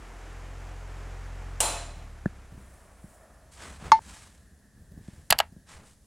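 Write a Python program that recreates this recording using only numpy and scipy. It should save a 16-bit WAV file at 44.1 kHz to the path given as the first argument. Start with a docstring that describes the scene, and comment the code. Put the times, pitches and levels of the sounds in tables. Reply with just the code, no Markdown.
"""A low hum and a rush of air come from a close pedestal fan as its three blades beat the air.
The switch snaps off, the wire guard shivers, and the blades slow down until the bearing's whirr shows.
Meanwhile someone handles the fan: soft bumps on the stand, a rustling sleeve and a low rumble,
one metallic ping that is stopped at once, and two clicks of a push button."""
import sys
import numpy as np
from scipy import signal
from scipy.fft import rfft, irfft
from scipy.io import wavfile
from scipy.ndimage import uniform_filter1d

SR = 44100
rng = np.random.default_rng(int(sys.argv[2]) if len(sys.argv) > 2 else 0)


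def int16_out(signal):
    """Quantize to a 16-bit WAV file."""
    q = np.round(np.clip(np.atleast_2d(signal).T, -1, 1) * 32767)
    wavfile.write(sys.argv[1], SR, q.astype(np.int16))


N = 267246
TIME = np.arange(N) / SR
FREQS = np.maximum(np.fft.rfftfreq(N, 1 / SR), 1)
SWITCH_OFF_S = 1.604

# Bumps of the hand: start_s, level_db, soft_hz (the push is weak above this pitch)
HAND_BUMPS = [(1.963, -30, 130), (2.2575, -13, 2500), (2.519, -29.5, 126), (2.576, -33.5, 300),
              (3.04, -30.5, 300), (3.822, -31.5, 298.4), (3.865, -37.5, 500), (4.775, -40, 203),
              (4.917, -37.5, 90), (4.973, -30.5, 250.7), (5.082, -29, 462), (5.131, -35, 112.9),
              (5.306, -17, 80), (5.522, -38.5, 198), (5.563, -36, 504)]
# Strokes of the sleeve: start_s, rise_s, level_db, tilt_db_per_octave (higher is brighter)
SLEEVE_STROKES = [(2.45, 0.28, -66.5, 16), (2.9, 0.18, -64, 16), (3.504, 0.032, -53.5, 3.5),
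                  (3.525, 0.12, -46, -.5), (3.76, 0.092, -45, -2.5), (3.953, 0.17, -51, 1.5),
                  (4.959, 0.15, -62.5, 1), (5.648, .072, -52, .5), (5.69, 0.097, -53, -3.5),
                  (5.81, 0.068, -60.5, 4)]
# Tone colour of the low rumble: pitch_hz, level_db
RUMBLE_COLOUR = [(15, -21), (35, -3), (65, 6.5), (120, -5), (200, -4.5), (320, -17), (600, -24),
                 (1500, -45)]


def fan():
    """The blades beat the air, making a hum and a rush that both fade as the fan slows."""
    # Overtones of the hum: multiple of the blade rate, level_db
    hum_overtones = [(2, -5.5), (3, -13.5), (4, -24.5), (5, -32), (6, -29)]
    # Tone colour of the rushing air: pitch_hz, level_db
    air_colour = [(100, -21.5), (170, -3.5), (198, -8), (222, -3), (325, -2.5), (493, -2.5), (585, -4.5),
                  (735, -2), (889, -4.5), (1490, -6.5), (2260, -10.5), (4070, -21), (7340, -20.5),
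                  (15100, -43), (16000, -42)]
    blades, swell_s, creep_db_per_s = 3, 0.39, 2.8
    rate_hz = blade_rate()
    speed_db = 20 * np.log10(rate_hz / rate_hz.max())
    phase = 2 * np.pi * np.cumsum(rate_hz) / SR
    # The hum swells at first, its overtones most, then creeps up until the switch-off.
    early = np.maximum(1 - TIME / swell_s, 0)
    swell_db = -3 * early - creep_db_per_s * np.maximum(SWITCH_OFF_S - TIME, 0)
    overtones = sum(undb(db + 0.24 * k * drift(3)) * np.cos(k * phase) for k, db in hum_overtones)
    unbalance = undb(-17.5) * np.sin(phase * (1 + 1 / blades))  # unequal blades add a tone
    beat = np.cos(phase) + undb(-3.5 - 9 * early) * overtones + unbalance
    hum = np.sqrt(2) * undb(-36 + .3 * speed_db - .7 * speed_db ** 2 + swell_db) * beat
    swish = undb(0.69 * np.sin(phase) + .5 * drift(8.4))
    rush = undb(-50 + 3 * speed_db - .045 * speed_db ** 2) * noise(colour(air_colour)) * swish
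    return cut_bass(hum, 43, order=5) + rush


def blade_rate():
    """Blade passes per second: the rate settles under power, then air drag and friction slow it."""
    run_hz, start_lack_hz, settle_s = 44, 1.2, .25
    drag_halving_s, friction_hz_per_s = 2.55, .9
    coast_s = np.maximum(TIME - SWITCH_OFF_S, 0)
    powered_hz = run_hz - start_lack_hz * np.exp(-TIME / settle_s)
    return np.maximum(powered_hz / (1 + coast_s / drag_halving_s) - friction_hz_per_s * coast_s, 1)


def switch_and_guard():
    """The switch snaps; the many wires of the guard chatter on, and the treble dies first."""
    # Noise bands of the shivering wires: pitch_hz, level_db, fade_s
    wire_bands = [(146, -15.5, 0.58), (331, -7.5, 0.88), (750, 3.5, 0.67), (1610, -10.5, 0.92),
                  (2920, -5.5, 0.72), (4900, -9.5, 0.7), (7220, -4, 0.57), (9300, 1, 0.47),
                  (10900, -10.5, 0.36), (15450, -29.5, .36)]
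    # Ringing tones of the guard: pitch_hz, level_db, fade_s
    guard_tones = [(580, -7, 0.93), (686, -1.5, 0.95), (872, 1.5, 0.61), (1543, -6, .7), (2565, -6.5, 0.76),
                   (3180, -9, 0.35), (4070, 0, 0.7), (5600, -4, .5), (7250, 7, 0.55), (9700, -6, 0.43)]
    # Tone colour of the snap: pitch_hz, level_db
    snap_colour = [(200, -26.5), (700, 4.5), (1800, -7), (3100, 0.5), (3900, -9.5), (6000, -1),
                   (9000, 7), (11000, -9), (16000, -23)]
    log_pitches = np.log([hz for hz, _, _ in wire_bands])
    chatter = 0
    for (_, db, fade_s), peak in zip(wire_bands, np.eye(len(wire_bands))):
        band = np.interp(np.log(FREQS), log_pitches, peak) * (FREQS > 90)  # blends into its neighbours
        chatter += undb(db) * np.sqrt(band.mean()) * noise(np.sqrt(band)) * fade(fade_s, SWITCH_OFF_S)
    tones = sum(undb(db) * noise(resonance(hz, 15 + hz / 48)) * fade(fade_s, SWITCH_OFF_S)
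                for hz, db, fade_s in guard_tones)
    build_up = 1 - 0.66 * fade(0.18, SWITCH_OFF_S)  # the shaking takes a moment to spread
    snap = noise(colour(snap_colour)) * fade(0.056, SWITCH_OFF_S)
    return build_up * (undb(-16.5) * chatter + undb(-36.5) * tones) + undb(-15) * snap


def metal_ping():
    """A hard tick rings a metal part, which is stopped short."""
    # Ringing tones of the metal part: pitch_hz, level_db, fade_s
    metal_tones = [(883.4, -5, 0.16), (1143, -1.5, .024), (891, -20.5, 1), (1380, -11.5, .012),
                   (1768, -33, .12), (2094, -31.5, 0.15), (2230, -35, 0.124), (2655, -34.5, 0.065),
                   (4245, -29, 0.066), (4330, -32, 0.11), (4450, -22.5, 0.025), (5220, -24.5, .04),
                   (6520, -26, .025)]
    # Tone colour of the tick: pitch_hz, level_db
    tick_colour = [(100, -2.5), (330, 5), (600, -4.5), (1200, 2), (3000, -5.5), (5500, -5.5),
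                   (8000, -18), (16000, -40)]
    start_s, stop_s, stopping_s = 3.9187, 3.9925, .0004
    tick_level = undb(-14.5) * fade(0.017, start_s) + undb(-36.5) * fade(.22, start_s)
    tick = tick_level * noise(colour(tick_colour))
    tone = cut_bass(ring(metal_tones, start_s), 650, order=4)
    return (tone + tick) * np.clip((stop_s - TIME) / stopping_s, 0, 1)


def button():
    """Each press is a bright snap of the latch, then a duller clack as the key hits its stop."""
    # Ringing tones of the plastic switch housing: pitch_hz, level_db, fade_s
    housing_tones = [(636, -3, 0.023), (855, 3, 0.013), (1309, -17, 0.05), (1650, -11, .035),
                     (1900, -12, 0.022), (2200, -13.5, 0.0075), (2720, -8.5, 0.014), (2950, -2.5, 0.012),
                     (3450, -11, 0.0093), (4250, -8.5, .016), (4760, -5, 0.013), (7620, -7.5, 0.0078),
                     (9600, -14, 0.019), (11460, -8, 0.02)]
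    # Small hits that make up the two clicks: start_s, level_db, centre_hz, width_octaves
    contacts = [(5.3027, -20.5, 1600, 1.9), (5.3053, -8.5, 8900, .83), (5.3090, -10, 3280, 0.65),
                (5.325, -7, 1590, 1.5), (5.384, -38.5, 9200, 2.7), (5.3879, -14, 5000, 1.5),
                (5.3932, -26, 1313, 1.2), (5.4016, -9.5, 1150, 1.58)]
    housing = undb(-9.5) + sum(undb(db) * resonance(hz, 150 + hz / 10) for hz, db, _ in housing_tones)
    clicks = 0
    for start_s, db, centre_hz, width_octaves in contacts:
        def strength(hz):
            """How strongly this hit stirs each pitch."""
            return np.exp(-.5 * (np.log2(hz / centre_hz) / width_octaves) ** 2)
        tones = [(hz, tone_db + 20 * np.log10(strength(hz) + 1e-9), fade_s)
                 for hz, tone_db, fade_s in housing_tones]
        rattle = undb(-2.5) * noise(housing * strength(FREQS)) * fade(0.019, start_s)  # loose parts
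        after_ring = undb(-26) * noise(housing * resonance(1200, 2600)) * fade(0.15, start_s)
        clicks += undb(db) * (ring(tones, start_s) + rattle + after_ring)
    return cut_bass(clicks, 380, order=3)


def bumps():
    """The hand knocks the stand; a soft push stirs only its low tones, a hard one also ticks."""
    # Ringing tones of the stand: pitch_hz, level_db, fade_s
    stand_tones = [(100, -1.5, 0.032), (193, 1, 0.0403), (336.5, -6, 0.027), (600, -7, 0.013),
                   (1480, -6, 0.0083), (1726, -7, 0.021)]
    tick_hz = 4000
    thuds = ticks = 0
    for start_s, db, soft_hz in HAND_BUMPS:
        tones = [(hz, db + tone_db - 20 * np.log10(1 + (hz / soft_hz) ** 2), fade_s)
                 for hz, tone_db, fade_s in stand_tones]
        thuds += ring(tones, start_s)
        ticks += undb(db - 28) / (1 + (tick_hz / soft_hz) ** 2) * fade(0.018, start_s)
    thuds = signal.sosfilt(signal.butter(4, 2100, fs=SR, output="sos"), cut_bass(thuds, 56))
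    return thuds + ticks * noise(resonance(tick_hz, 10000))


def sleeve():
    """A sleeve slides in short grainy strokes, bright at a light touch and fuller under pressure."""
    # Tone colour of sliding cloth: pitch_hz, level_db
    cloth_colour = [(100, -4.5), (300, -2), (900, 2.5), (1700, 1.5), (2800, -3.5), (4500, -6), (6000, -7),
                    (8000, -4.5), (10700, -12.5), (12000, -25), (16000, -33.5)]
    rub_below_hz = 4000
    rustle = 0
    for start_s, rise_s, db, tilt in SLEEVE_STROKES:
        cloth = noise(colour(cloth_colour) * undb(tilt * np.log2(FREQS)))
        dull_rub = irfft(rfft(cloth) / (1 + (FREQS / rub_below_hz) ** 2), N)
        bright_touch = cloth - dull_rub
        press = pressure(start_s, rise_s)
        rustle += undb(db) * (press ** 2.8 * bright_touch + press ** 3.6 * dull_rub)
    return rustle * undb(1.7 * drift(90))


def pressure(start_s, rise_s):
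    """One stroke presses harder, from 0 up to 1, then eases off more slowly."""
    progress = np.maximum(TIME - start_s, 0) / rise_s
    return progress * np.exp(1 - np.minimum(progress, 30))


def handling_rumble():
    """An uneven low rumble grows while the hand holds on, with each stroke and after soft bumps."""
    grip_from_s, grip_to_s, lag_s, rest_db = 3.3, 5.5, .02, -61.5
    grip = undb(-58) * (TIME > grip_from_s) * (TIME < grip_to_s)
    strokes = [undb(db - 2) * pressure(start_s + lag_s, rise_s) ** 3.6
               for start_s, rise_s, db, _ in SLEEVE_STROKES]
    # The hand settles after each bump; the softest pushes leave the most rumble.
    scuffs = [undb(-44.5) / (1 + (soft_hz / 230) ** 2) * fade(.55, start_s)
              for start_s, _, soft_hz in HAND_BUMPS]
    level = np.sqrt(sum(part ** 2 for part in [undb(rest_db), grip] + strokes + scuffs))
    wobble = undb(1.9 * drift(41) + 1.5 * drift(7))
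    return uniform_filter1d(level, size=256) * wobble * noise(colour(RUMBLE_COLOUR))


def bearing():
    """The bearing whirrs dryly; a lower groan swells as the blades slow through one speed."""
    whirr_end_s, release_db_per_s = 5.75, 35
    groan_rate_hz, groan_width_hz = 26, 3.3
    whirr_level = undb(-72 - release_db_per_s * np.maximum(TIME - whirr_end_s, 0))
    groan_swell = np.exp(-.5 * ((blade_rate() - groan_rate_hz) / groan_width_hz) ** 2)
    groan_level = undb(-63.5) * groan_swell + undb(-6) * whirr_level
    groan = noise(resonance(629, 180) + undb(-11) * resonance(1200, 700))
    whirr = noise(resonance(1730, 560) ** 2)
    return (whirr_level * whirr + groan_level * groan) * undb(1.4 * drift(8))


def hiss(level_db):
    """A faint hiss lies behind everything."""
    # Tone colour of the hiss: pitch_hz, level_db
    hiss_colour = [(100, 11.5), (500, 7.5), (1100, 0.5), (2500, -3.5), (4500, 0.5), (7500, 3), (11200, 2.5),
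                   (12000, -6), (16000, -16)]
    return undb(level_db) * noise(colour(hiss_colour))


def undb(db):
    """Turn decibels into a gain to multiply by."""
    return 10 ** (np.asarray(db) / 20)


def colour(points):
    """Gain at every frequency, joining up (pitch_hz, level_db) points."""
    hz, db = np.array(points).T
    return undb(np.interp(np.log(FREQS), np.log(hz), db))


def resonance(hz, width_hz):
    """Gain at every frequency for a peak around one pitch."""
    return 1 / (1 + (2 * (FREQS - hz) / width_hz) ** 2)


def noise(gain):
    """Noise shaped by a gain per frequency, then scaled to a typical size (rms) of 1."""
    shaped = irfft(rfft(rng.standard_normal(N)) * gain, N)
    return shaped / shaped.std()


def drift(rate_hz):
    """A slow random wander with a typical size of 1."""
    return noise(np.exp(-FREQS / rate_hz))


def fade(fade_s, start_s):
    """Silence until the start, then a level that falls from 1 by 60 dB every fade_s."""
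    return (TIME >= start_s) * np.exp(-np.log(1000) * np.clip((TIME - start_s) / fade_s, 0, 10))


def ring(tones, start_s):
    """One blow sets off fading tones; each swings the opposite way to the one before."""
    t = TIME[:SR // 2]
    ringing = sum((-1) ** k * undb(db) * np.sin(2 * np.pi * hz * t) * np.exp(-np.log(1000) * t / fade_s)
                  for k, (hz, db, fade_s) in enumerate(tones))
    return np.pad(ringing, (int(start_s * SR), N))[:N]


def cut_bass(sound, below_hz, order=2):
    """Turn the bass down below a given pitch."""
    return signal.sosfilt(signal.butter(order, below_hz, "high", fs=SR, output="sos"), sound)


def scene():
    """All sources are close and central; a wall's echo and faint noise add a little stereo width."""
    wall_delay_s, wall_db = .0045, -27
    hits = metal_ping() + button() + bumps()
    background = hiss(-68.5 + .8 * drift(2))
    centre = fan() + bearing() + switch_and_guard() + hits + sleeve() + handling_rumble() + background
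    wall_echo = undb(wall_db) * np.pad(hits, (int(wall_delay_s * SR), 0))[:N]
    side = wall_echo + undb(-76.5) * noise(colour(RUMBLE_COLOUR)) + hiss(-78)
    return np.array([centre + side, centre - side])


def record(dry):
    """Clip the sound at full scale and cut the highest treble."""
    top_hz = 15900
    return signal.sosfilt(signal.ellip(10, .1, 90, top_hz, fs=SR, output="sos"), np.clip(dry, -1, 1))


dry = scene()
out = record(dry)
int16_out(out)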